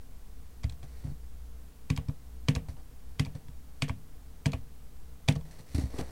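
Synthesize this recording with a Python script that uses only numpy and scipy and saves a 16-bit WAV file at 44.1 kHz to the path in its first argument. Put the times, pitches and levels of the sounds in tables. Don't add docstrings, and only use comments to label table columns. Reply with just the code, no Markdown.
import sys
import numpy as np
from scipy import signal
from scipy.fft import rfft, irfft, next_fast_len
from scipy.io import wavfile

SR = 44100
rng = np.random.default_rng(int(sys.argv[2]) if len(sys.argv) > 2 else 0)


def level_to_linear(level):
    exponent = np.asarray(level, float) / 20
    return 10 ** exponent


def wav_out(sig):
    wavfile.write(sys.argv[1], SR, np.round(np.clip(np.atleast_2d(sig).T, -1, 1) * 32767).astype(np.int16))


N = 269440


def rms_one(x):
    return x / np.sqrt(np.mean(x ** 2) + 1e-20)


def peak_at(x, level_db):
    return level_to_linear(level_db) * x / np.max(np.abs(x))


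def band(x, low_hz, high_hz):
    return signal.sosfilt(signal.butter(2, [low_hz, high_hz], "band", fs=SR, output="sos"), x)


def band_noise(low_hz, high_hz):
    return rms_one(band(rng.standard_normal(N), low_hz, high_hz))


def coloured(spectrum, low_hz):
    size = next_fast_len(N)
    hz = np.fft.rfftfreq(size, 1 / SR)
    spectrum_hz, spectrum_db = np.transpose(spectrum)
    shape = level_to_linear(np.interp(np.log(hz + 1), np.log(spectrum_hz), spectrum_db))
    noise = irfft(shape * rfft(rng.standard_normal(size)), size)[:N]
    return noise / np.sqrt(2 * np.sum(shape[hz > low_hz] ** 2) / size)


def add(out, s, sound):
    at = round(s * SR)
    out[at:at + len(sound)] += sound[:N - at]


def struck(modes, spread_db, turn, crest_s, size):
    hz, level_db, t60 = np.transpose(modes)[:, :, None]
    t = np.arange(size) / SR
    strength, phase = rng.standard_normal((2, len(modes), 1))
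    fading = level_to_linear(level_db + spread_db * strength - 60 * t / t60)
    return np.sum(fading * np.cos(2 * np.pi * hz * (t - crest_s) + turn * phase), axis=0)


# f/Hz, level/dB (per Hz)
AIR_SPECTRUM = [(12, 1.5), (20, -17.5), (27, -33), (45, -18), (68, -2.5), (98, -25.5), (137, -15.5),
                (202, -25), (266, -23), (382, -35.5), (452, -26.5), (534, -36.5), (686, -34.5),
                (2540, -44.5), (15500, -46.5)]
# f/Hz, width/Hz, level/dB (rms)
VENT_THROBS = [(59.379, 0.8097, -51), (30.096, 2.614, -54.5), (90.337, 3.33, -68.5)]


def air():
    out = level_to_linear(-59.5) * coloured(AIR_SPECTRUM, 141.71)
    for hz, width_hz, level_db in VENT_THROBS:
        throb = band(rng.standard_normal(N + SR), hz - width_hz / 2, hz + width_hz / 2)[SR:]
        out += level_to_linear(level_db) * rms_one(throb)
    whine_hz, whine_rms_db = 13171, -86
    return out + level_to_linear(whine_rms_db + 3) * np.sin(2 * np.pi * whine_hz * np.arange(N) / SR)


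# t/s, snap level/dB, desk board level/dB, desk sway level/dB, first swing side/+-1
PRESSES = [(0.6409, -37, -32.5, -24, -1), (1.9007, -26.5, -20, -28.5, -1), (2.484, -19.5, -15, -48, -1),
           (3.1952, -21.5, -19.5, -30, 1), (3.821, -22.5, -23, -50, 1), (4.4577, -25, -18, -31.5, 1),
           (5.285, -17, -15, -27, 1)]
# tick t/s, tick level/dB, wait for the clack/ms, clack level/dB, desk level/dB
RELEASES = [(0.6958, -47, 25.2, -62, -53.5), (1.9631, -44, 10.747, -37, -29), (2.551, -35, 8.6, -34, -26),
            (3.2488, -44.5, 13.973, -47.5, -37), (3.8856, -48, 7.8, -35, -26.5),
            (4.5186, -46.5, 13.272, -33, -26.5), (5.323, -46, 32.5, -43.5, -46.5)]
# t/s, level/dB
SLIDES = [(.632, -41.5), (1.8995, -41), (3.818, -33.5), (5.2784, -30.5)]
# t/s, key cap level/dB, shell level/dB
TAPS = [(.722, -50.5, -65), (0.8288, -50.5, -44), (2.084, -45.5, -49.5), (2.095, -59.5, -43),
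        (2.6841, -74, -48.5), (2.7676, -61, -54), (3.257, -46.5, -47.5), (3.3513, -55, -61.5),
        (3.483, -55.5, -51.5), (3.8802, -45.5, -41), (4.463, -32.5, -34.5), (5.36, -45, -51),
        (5.4095, -55, -53), (5.687, -56, -67), (5.7852, -55, -44), (5.3529, -45.5, -59.5),
        (5.8249, -53, -66), (5.9378, -66, -43.5), (5.9662, -55, -53), (5.9858, -39, -49.5),
        (6.0098, -40.5, -44.5)]
LANDING = (-7.5, -31, -31, -31.5, 8.5)
SNAP = (-0.18, -0.5, -5.5, -6.5, 3)
CRACK = (0.0819, -33, -8, -22.5, 3.6269)
SLIDE = (-0.5, -10.5, -2.5, -6.5, 9.5)
TICK = (-0.5, -5, 6, -11, 4)
SLIP = (-1.5, -25.5, -9.5, -9.5, 2)
CLACK = (1.0733, 0, -8, 3.5, 3)
REBOUND = (11, -19.5, -39, -10.5, 3.5)


def contacts():
    steps = [(s, db, SLIDE) for s, db in SLIDES]
    for s, snap_db, *_ in PRESSES:
        steps += [(s, snap_db, kind) for kind in (LANDING, SNAP, CRACK)]
    for s, tick_db, wait_ms, clack_db, _ in RELEASES:
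        steps.append((s, tick_db, TICK))
        steps += [(s + wait_ms / 1000, clack_db, kind) for kind in (SLIP, CLACK, REBOUND)]
    rows = []
    for s, db, (lag_ms, case, cap, shell, chatter_ms) in steps:
        rows.append((s + lag_ms / 1000, db + case, db + cap, db + shell, chatter_ms))
    return rows + [(s, cap_db - 9, cap_db, shell_db, 3.447) for s, cap_db, shell_db in TAPS]


# f/Hz, level/dB, time to fade by 60 dB/s
CASE = [(1600, -11, .014), (2020, -3, .012), (2290, -2, .014), (2470, 0, .017), (2800, -5, .009),
        (3120, -5, .009)]
# f/Hz, level/dB, time to fade by 60 dB/s
KEY_CAP = [(3370, 0, .01), (3830, -3, .008), (4340, 0, .009), (4800, -1, .008), (5400, -5, .005),
           (5850, -6, .005), (6450, -6, .005), (7000, -7, .005), (7740, -4, .006), (8420, -7, .004),
           (9200, -10, .004), (10000, -11, .004), (10800, -13, .003), (12100, -16, .003),
           (14000, -22, .003)]
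# f/Hz, level/dB, time to fade by 60 dB/s
SHELL = [(459.95, -7.5, 0.273), (505.94, -3.5, 0.11934), (664.22, 1, 0.06908), (730.7, -20.5, 0.0607),
         (797.82, -7.5, 0.07805), (842.6, -4, 0.019), (960.72, 6, 0.02046), (1098.5, -6.5, 0.062),
         (1127.5, -8, 0.07)]


def keys():
    stutter_ms, contact_hz = .43, 15910
    shell_feels_ms = 1.8445
    crest_s = .0001
    out, t_ms = np.zeros(N), np.arange(900) * 1000 / SR
    knock_at = np.arange(30) * stutter_ms * SR / 1000
    soft = np.exp(-2 * np.pi * contact_hz / SR)
    for s, case_db, cap_db, shell_db, chatter_ms in contacts():
        phase = t_ms * 1.4295 / chatter_ms + 0.03673
        swell = phase * np.exp(-phase ** 2)
        force = rng.standard_normal(900)
        force[(knock_at + rng.uniform(0, 7, 30)).astype(int)] = rng.uniform(2, 5, 30)
        force = signal.lfilter([1 - soft], [1, -soft], swell * force)
        heart = force * np.exp(-((t_ms - 0.3366 * chatter_ms) / shell_feels_ms) ** 2)
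        parts = ((CASE, case_db, force), (KEY_CAP, cap_db + 2.5, force), (SHELL, shell_db + 2, heart))
        for modes, level_db, drive in parts:
            ringing = struck(modes, spread_db=1.2, turn=1.0, crest_s=crest_s, size=5000)
            add(out, s + crest_s, peak_at(signal.fftconvolve(drive, ringing), level_db))
    return out


# low f/Hz, high f/Hz, time to fade by 60 dB/s, level/dB
ROOM = [(285.74, 755.56, 0.10924, -10), (1628.5, 3166.6, 0.15408, -14.5), (3386.5, 9560, 0.09951, -15),
        (6107, 7272, 0.01516, -12.5), (10185, 10200, .09, -30)]


def room(x):
    out = np.zeros(N)
    for low_hz, high_hz, t60, level_db in ROOM:
        keep = level_to_linear(-120 / (t60 * SR))
        stored = signal.lfilter([.01], [1, -keep], band(x, low_hz, high_hz) ** 2 + 1e-18)
        out += level_to_linear(level_db) * np.sqrt(stored) * band_noise(low_hz, high_hz)
    return out


# t/s, board level/dB, first swing side/+-1
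THUDS = [(.832, -40.5, -1), (1.043, -30, -1), (1.072, -34.5, 1), (1.091, -36.5, -1), (1.112, -39, -1),
         (2.083, -23.5, -1), (2.734, -45, -1), (3.348, -32.5, 1), (3.482, -40, -1), (5.358, -29, -1),
         (5.594, -44, -1), (6.008, -38.5, -1), (6.081, -46.5, -1)]
# t/s, panel level/dB, first swing side/+-1
RAPS = [(1.044, -42, 1), (1.078, -46, 1), (1.114, -43.5, -1), (2.085, -43.5, 1), (5.744, -36, 1),
        (5.783, -24.5, 1), (5.94, -36, -1), (5.989, -29.5, -1), (5.997, -37, -1), (6.01, -32, -1)]
# t/s, sway level/dB, panel level/dB, first swing side/+-1
SHIFTS = [(2.683, -33.5, -49, 1), (5.7432, -24, -36, -1), (5.763, -35, -39, 1), (5.782, -31, -34.5, -1),
          (5.795, -32, -53.5, -1), (5.813, -38, -41, -1), (5.832, -26, -39.5, 1), (5.848, -36, -51, 1),
          (5.937, -39, -47.5, -1), (5.985, -36, -46.5, -1), (5.994, -37, -59, -1)]
# lag/ms, then board, sway and panel level/dB,
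# build-up/ms, damping by the resting hand/(dB/s)
PRESS_PUSH = (-0.9245, -0.5, 1, -11, 11, 2.5)
RELEASE_PUSH = (0.6133, -8, -0.5, -11.5, 12, 29)
THUD_PUSH = (-1, -1, -8, -15.5, 12, 147)
RAP_PUSH = (0.5, -5, -15, -2.5, 3, 502)
SHIFT_PUSH = (1.5, -14.5, 1.5, 2, 8, 100.5)


def pushes():
    steps = [(s, board, sway, board, side, PRESS_PUSH) for s, _, board, sway, side in PRESSES]
    steps += [(s + wait_ms / 1000, db, db, db, -1, RELEASE_PUSH) for s, _, wait_ms, _, db in RELEASES]
    steps += [(s, db, db, db, side, THUD_PUSH) for s, db, side in THUDS]
    steps += [(s, db, db, db, side, RAP_PUSH) for s, db, side in RAPS]
    steps += [(s, sway, sway, panel, side, SHIFT_PUSH) for s, sway, panel, side in SHIFTS]
    rows = []
    for s, board, sway, panel, side, kind in steps:
        lag_ms, more_board, more_sway, more_panel, build_ms, damping = kind
        levels = (board + more_board, sway + more_sway, panel + more_panel)
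        rows.append((s + lag_ms / 1000, *levels, build_ms, damping, side))
    return rows


# f/Hz, level/dB, time to fade by 60 dB/s
BOARD = [(144.8, 4, 0.23), (119.07, 10.5, 0.0715), (156.24, -12, 0.63)]
# f/Hz, level/dB, time to fade by 60 dB/s
SWAY = [(62.878, -1, 0.3319), (77.517, 7, 0.159), (105.34, 0, 0.27086)]
# f/Hz, level/dB, time to fade by 60 dB/s
PANEL = [(194.27, 3, 0.3068), (259.4, 12.5, 0.1626), (286.12, 1.5, 0.08622), (350.54, -13.5, 0.1962),
         (435.16, -1.5, 0.05883)]


def desk():
    size = SR // 3
    out, t_ms = np.zeros(N), np.arange(size) * 1000 / SR
    for s, board_db, sway_db, panel_db, build_ms, damping, side in pushes():
        build_up = 1 - np.exp(-(t_ms * 1.3 / build_ms) ** 2)
        swell = side * level_to_linear(-damping * t_ms / 1000) * build_up
        for modes, level_db in ((BOARD, board_db), (SWAY, sway_db + 1.5), (PANEL, panel_db + 3.5)):
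            ringing = struck(modes, spread_db=1.5, turn=.3, crest_s=build_ms / 1000, size=size)
            add(out, s, peak_at(swell * ringing, level_db))
    return out


# f/Hz, level/dB (per Hz)
PAPER = [(700, -25), (1100, -9), (1450, -10), (1900, 2), (2400, -6), (3300, -11), (4400, -1), (5000, -8),
         (5800, -4), (6800, -11), (8000, -7), (11000, -12), (13000, -17), (15500, -26)]
# t/s, length/s, rustle level/dB, desk drag level/dB, fall over the stroke/dB
STROKES = [(0.83, 0.05059, -58, -51.5, 20), (0.877, 0.15478, -69, -72.5, -2.5),
           (1.036, 0.09132, -62.5, -54.5, 8), (2.684, 0.05807, -55, -53.5, 19.5),
           (2.763, 0.0524, -74.5, -62.5, 0), (3.348, 0.0765, -59.5, -52.5, 24.5),
           (5.451, 0.06723, -64, -59, 8), (5.508, 0.1065, -59, -60.5, 9.5),
           (5.584, 0.08236, -63, -58, 11.5), (5.662, 0.0806, -67, -73, -9),
           (5.745, 0.034906, -42, -44.5, 11.5), (5.779, 0.1304, -46.5, -44.5, 21),
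           (5.902, 0.11183, -62, -59, -9.5), (5.982, 0.05683, -50.5, -39.5, 12.5),
           (6.034, 0.0927, -60, -54.5, 1.5)]


def hand():
    attack_s, release_s = 0.002925, 0.01202
    t, rustle, drag = np.arange(N) / SR, np.zeros(N), np.zeros(N)
    for s, length, rustle_db, drag_db, fall_db in STROKES:
        rise, fade = (t - s) / attack_s, (s + length - t) / release_s + .5
        progress = np.clip((t - s) / length, 0, 1)
        stroke = np.clip(np.minimum(rise, fade), 0, 1) * level_to_linear(-fall_db * progress)
        rustle += level_to_linear(rustle_db) * stroke
        drag += level_to_linear(drag_db) * stroke
    grain = level_to_linear(2.9356 * band_noise(47.86, 1267.7) + 0.9358 * band_noise(37.16, 137.94))
    bright = rms_one(grain * coloured(PAPER, 1500))
    dull = rms_one(grain * band_noise(300, 750))
    return rustle * bright + drag * dull


def scene():
    clicks = keys()
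    return (air() + clicks + room(clicks) + desk() + hand())[None]


def band_limit(x):
    return signal.sosfilt(signal.butter(12, 16650, fs=SR, output="sos"), x)


def record(dry):
    cut = signal.sosfilt(signal.cheby2(16, 50, 16350, fs=SR, output="sos"), dry)
    mix = cut - .0058
    return band_limit(mix)


dry = scene()
out = record(dry)
wav_out(out)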